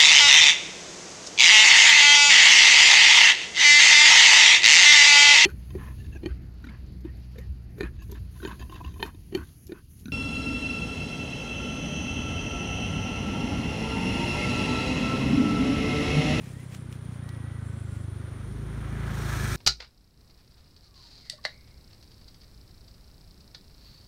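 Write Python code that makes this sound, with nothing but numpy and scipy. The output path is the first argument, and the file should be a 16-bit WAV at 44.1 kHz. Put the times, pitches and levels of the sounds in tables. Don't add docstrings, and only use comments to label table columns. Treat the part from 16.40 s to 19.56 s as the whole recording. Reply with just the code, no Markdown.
import sys
import numpy as np
from scipy import signal
from scipy.fft import rfft, irfft
from scipy.io import wavfile

SR = 44100
rng = np.random.default_rng(int(sys.argv[2]) if len(sys.argv) > 2 else 0)


def store_wav(level_fs):
    pcm = np.round(np.clip(np.atleast_2d(level_fs), -1, 1) * 32767)
    wavfile.write(sys.argv[1], SR, pcm.T.astype(np.int16))


N = 139356
TIME = np.arange(N) / SR
FREQS = np.arange(N // 2 + 1) * SR / N + 1e-3

# f/Hz, density/dB
AIR_COLOUR = [(20, 19), (50, 0), (150, 2), (400, -14.5), (900, -16), (2000, -19.5), (2800, -24.5),
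              (3300, -19.5), (5000, -29), (8000, -34.5), (11000, -93), (15500, -96)]
AIR_DB = -50

CICADA_HZ, CICADA_WIDTH_HZ, CICADA_DB = 9380, 1050, -64
CICADA_BUZZ_HZ, CICADA_THROB_HZ = 132, 9.2
# start t/s, end t/s, f/Hz, level/dB
TRILLS = [(0, .47, 7570, -74), (1.17, 1.655, 7660, -69.5)]
TRILL_WIDTH_HZ, TRILL_ATTACK_S, TRILL_RELEASE_S = 340, .092, .015

# t/s, rate/firings per second
FIRING_RATE = [(0.0, 32.45), (0.3, 31.15), (0.6, 29.76), (0.85, 28.74), (1.05, 27.29), (1.35, 26.81),
               (1.6, 25.48), (1.8, 25.29), (2.0, 25.15), (2.2, 26.86), (2.45, 26.95), (2.75, 27.61),
               (2.9, 27.02), (3.16, 25.34)]
FIRST_GULP_S, FIRING_SCATTER_DB = .0148, .59
PHASE_WOBBLE = .003

# t/s, level/dB
INTAKE_LEVEL = [(0, -31.5), (.5, -30), (1.05, -26.5), (1.65, -25.5), (2.0, -28.5), (2.3, -28), (2.7, -24),
                (3.16, -21)]
GULP_SWINGS, GULP_SAG = 4.04, .92
GULP_RISE, GULP_FALL = .18, .25
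TRACT = (233, 69, -13)
VALVE_LEAD = .1476

# t/s, level/dB, added to that of each silencer resonance
EXHAUST_LEVEL = [(0, -28), (1.6, -41), (1.9, -14), (2.15, -4), (2.6, -0.5), (3.16, 1)]
# f/Hz, width/Hz, level/dB
SILENCER_MODES = [(52.8, 13.1, -28.5), (137.7, 30, -31.5), (202, 32, -37.5), (361, 73, -44)]
EXHAUST_LEAD = .525

# f/Hz, density/dB
GAS_COLOUR = [(25, -15), (60, 1.5), (120, -10.5), (200, 4), (290, -7), (370, -11), (440, -14.5), (560, -15),
              (900, -40)]
# t/s, level/dB
GAS_LEVEL = [(0, -48.5), (1.6, -47), (1.9, -45.5), (2.15, -46.5), (2.7, -43), (3.16, -40)]

# f/Hz, density/dB
CLATTER_COLOUR = [(300, 5), (400, -8.5), (470, -4), (560, -2), (700, -1.5), (860, -3), (1100, 0.5),
                  (1400, 0.5), (1700, -3), (2100, -4.5), (2600, -13), (3300, -12)]
# t/s, level/dB
CLATTER_LEVEL = [(0, -63.5), (.65, -58), (.85, -54), (1.15, -55), (1.65, -58.5), (1.9, -53.5), (2.2, -54),
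                 (2.45, -48), (2.62, -45.5), (2.78, -42.5), (2.92, -40.5), (3.16, -41.5)]
# f/Hz, width/Hz, level/dB
CASING_MODES = [(1301, 95, -2.5), (1470, 106, -3), (1610, 77, -2), (1725, 105, 0.5), (1967, 65, -6.5),
                (2310, 210, -8)]
# t/s, level/dB, added to that of each resonance
CASING_LEVEL = [(2.1, -90), (2.4, -65), (2.62, -55.5), (2.78, -56.5), (2.92, -48), (3.16, -43.5)]

# f/Hz, density/dB
HISS_COLOUR = [(1470, -36), (2500, 2.5), (2740, -6), (3450, 0), (4340, 0), (4790, -5.5), (5500, -0.5),
               (6410, -1.5), (7530, -7), (8780, -3), (10500, -12), (12000, -9), (15600, -14)]
# t/s, level/dB
HISS_LEVEL = [(0, -69.5), (1.7, -66.5), (2.4, -62.5), (2.62, -58), (2.76, -50), (2.92, -44.5), (3.05, -42),
              (3.16, -40)]

# centre t/s, half length t/s, level/dB
RUSTLES = [(0.054, 0.061, -55), (0.218, 0.048, -60.5), (0.343, .026, -52.5), (0.348, 0.0022, -48.5),
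           (0.54, 0.024, -60.5), (0.737, 0.022, -62), (1.554, 0.033, -61)]
# f/Hz, density/dB
LEAF_COLOUR = [(600, 8), (1500, 5), (2300, 9.5), (3000, 5), (4000, -0.5), (7500, 0), (11000, -7),
               (15500, -8.5)]
# t/s, level/dB, ring f/Hz
SNAPS = [(.135, -54, 9000), (.406, -55, 3300), (.526, -41, 3200), (.694, -57, 7000), (.837, -56, 5300),
         (.8905, -39.5, 4200), (.948, -52, 4200)]
SNAP_DECAY_S, SNAP_TAIL_S, SNAP_TAIL_DB = .0018, .016, -20
GRIT_PER_S, GRIT_DB, GRIT_UNTIL_S = 45, -69, 1.0

# t/s, f/Hz, level/dB
CHIRP = [(.08, 1750, -80), (.14, 1850, -63), (.21, 2020, -56), (.26, 2080, -80)]
# t/s, f/Hz, level/dB
WHINE_LOW = [(.7, 1400, -80), (.85, 1480, -69), (1.0, 1530, -66), (1.38, 1510, -62), (1.48, 1445, -62),
             (1.75, 1440, -65), (2.3, 1420, -76)]
# t/s, f/Hz, level/dB
WHINE_HIGH = [(.72, 1720, -80), (.8, 1820, -62), (.9, 1915, -59), (1.15, 1935, -65), (1.4, 1900, -79)]
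WHISTLE_WAVER = .008

# t/s, level/dB
RASP_LEVEL = [(1.75, -62), (1.9, -58.5), (2.15, -50), (2.4, -51), (2.6, -51.5), (3.16, -45.5)]
RASP_HZ, RASP_WIDTH_HZ = 367, 95

LOW_CUT_HZ, TOP_HZ = 36.8, 15600


def undb(db):
    return 10 ** (np.asarray(db) / 20)


def curve(rows, axis=1):
    rows = np.array(rows)
    return np.interp(TIME, rows[:, 0], rows[:, axis])


def noise(gain):
    x = irfft(rfft(rng.standard_normal(N)) * gain, N)
    return x / x.std()


def colour(points):
    hz, db = np.array(points).T
    skirts = np.minimum(1, np.minimum(FREQS / hz[0], hz[-1] / FREQS)) ** 6
    outline = np.interp(np.log(FREQS), np.log(hz), db)
    return noise(undb(outline) * skirts)


def band(hz, width_hz):
    detuning = (FREQS ** 2 - hz ** 2) / (FREQS * width_hz)
    return noise(1 / (1 + detuning ** 2))


def walk(rate_hz):
    return noise(np.exp(-(FREQS / rate_hz) ** 2))


def throb(cycle, depth, at):
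    return 1 + depth * np.cos(2 * np.pi * (cycle - at))


def valve(cycle):
    turns = np.floor(cycle)
    return np.diff(turns, prepend=turns[0])


def ring(pulses, hz, width, db):
    decay = np.exp(-np.pi * width * TIME)
    response = decay * np.sin(2 * np.pi * hz * TIME)
    return signal.fftconvolve(pulses, response)[:N] * undb(db)


def whistle(rows, width_hz):
    pitch = curve(rows) * (1 + WHISTLE_WAVER * walk(15.4))
    phase = 2 * np.pi * np.cumsum(pitch) / SR
    tone = (1 + .5 * walk(width_hz)) * np.cos(phase) + .5 * walk(width_hz) * np.sin(phase)
    return tone * undb(curve(rows, axis=2))


def valley_air():
    return colour(AIR_COLOUR) * undb(AIR_DB + .5 * walk(8.3))


def cicada():
    buzz = throb(CICADA_BUZZ_HZ * TIME + .53 * walk(6), depth=.27, at=0)
    pulse = throb(CICADA_THROB_HZ * TIME + .44 * walk(1.1), depth=.2, at=0)
    return band(CICADA_HZ, CICADA_WIDTH_HZ) * buzz * pulse * undb(CICADA_DB)


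def trills():
    out = np.zeros(N)
    for start, end, hz, db in TRILLS:
        attack = (TIME - start) / TRILL_ATTACK_S
        release = (end - TIME) / TRILL_RELEASE_S
        fade = np.clip(np.minimum(attack, release), 0, 1)
        out += band(hz, TRILL_WIDTH_HZ) * undb(db) * fade
    return out


def intake(cycle, strength):
    within = (cycle + .5) % 1 - .5
    swing = -np.cos(2 * np.pi * within * (GULP_SWINGS - GULP_SAG * within))
    half_length = np.where(within < 0, GULP_RISE, GULP_FALL)
    gulp = swing * np.exp(-np.abs(within / half_length) ** 1.89)
    tract = ring(valve(cycle + VALVE_LEAD), *TRACT)
    return (gulp + tract) * strength * undb(curve(INTAKE_LEVEL))


def exhaust(cycle, strength):
    pulses = valve(cycle + EXHAUST_LEAD) * strength
    rings = sum(sign * ring(pulses, *mode) for sign, mode in zip((1, 1, -1, -1), SILENCER_MODES))
    return rings * undb(curve(EXHAUST_LEVEL))


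def gas_rush(cycle):
    return colour(GAS_COLOUR) * throb(cycle, depth=.42, at=-.093) * undb(curve(GAS_LEVEL))


def clatter(cycle):
    casing = sum(band(hz, width) * undb(db) for hz, width, db in CASING_MODES)
    metal = colour(CLATTER_COLOUR) * undb(curve(CLATTER_LEVEL)) + casing * undb(curve(CASING_LEVEL))
    return metal * throb(cycle, depth=.073, at=-.23) * undb(1.5 * walk(220))


def tyre_hiss(cycle):
    level = curve(HISS_LEVEL) + 1.03 * walk(350)
    return colour(HISS_COLOUR) * throb(cycle, depth=.12, at=-.045) * undb(level)


def leaf_rustles():
    swell = sum(undb(db) * np.exp(-((TIME - at) / half) ** 2 / 2) for at, half, db in RUSTLES)
    return colour(LEAF_COLOUR) * swell * undb(2.4 * walk(670))


def grit_ticks():
    chosen = (rng.random(N) < GRIT_PER_S / SR) * (TIME < GRIT_UNTIL_S)
    ticks = chosen * (1 + rng.exponential(size=N))
    fades = signal.fftconvolve(ticks, np.exp(-TIME / SNAP_DECAY_S))[:N]
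    return fades * band(8000, 12000) * undb(GRIT_DB)


def far_chirp():
    return whistle(CHIRP, width_hz=46)


def snaps():
    out = np.zeros(N)
    for at, db, hz in SNAPS:
        age = np.maximum(TIME - at, 0)
        fade = np.exp(-age / SNAP_DECAY_S) + undb(SNAP_TAIL_DB) * np.exp(-age / SNAP_TAIL_S)
        crack = .7 * band(hz, .7 * hz) + .6 * colour(LEAF_COLOUR)
        out += crack * fade * (TIME >= at) * undb(db)
    return out


def drive_whine():
    return whistle(WHINE_LOW, width_hz=30) + whistle(WHINE_HIGH, width_hz=8.3)


def silencer_rasp(cycle):
    return band(RASP_HZ, RASP_WIDTH_HZ) * throb(cycle, depth=.41, at=-.5) * undb(curve(RASP_LEVEL))


def motorbike():
    rate = curve(FIRING_RATE)
    cycle = np.cumsum(rate) / SR - FIRST_GULP_S * rate[0] + PHASE_WOBBLE * walk(11)
    strength = undb(FIRING_SCATTER_DB * walk(25))
    pulses = intake(cycle, strength) + exhaust(cycle, strength)
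    rushes = gas_rush(cycle) + silencer_rasp(cycle)
    return pulses + rushes + clatter(cycle) + tyre_hiss(cycle) + drive_whine()


def scene():
    insects = cicada() + trills()
    ground = leaf_rustles() + grit_ticks() + snaps()
    return (valley_air() + insects + motorbike() + ground + far_chirp())[None]


def record(dry):
    bass_cut = 1 / (1 + (LOW_CUT_HZ / FREQS) ** 8)
    thinned = irfft(rfft(dry) * bass_cut, N)
    top_cut = signal.ellip(10, .2, 80, TOP_HZ, fs=SR, output="sos")
    return signal.sosfilt(top_cut, thinned)


dry = scene()
out = record(dry)
store_wav(out)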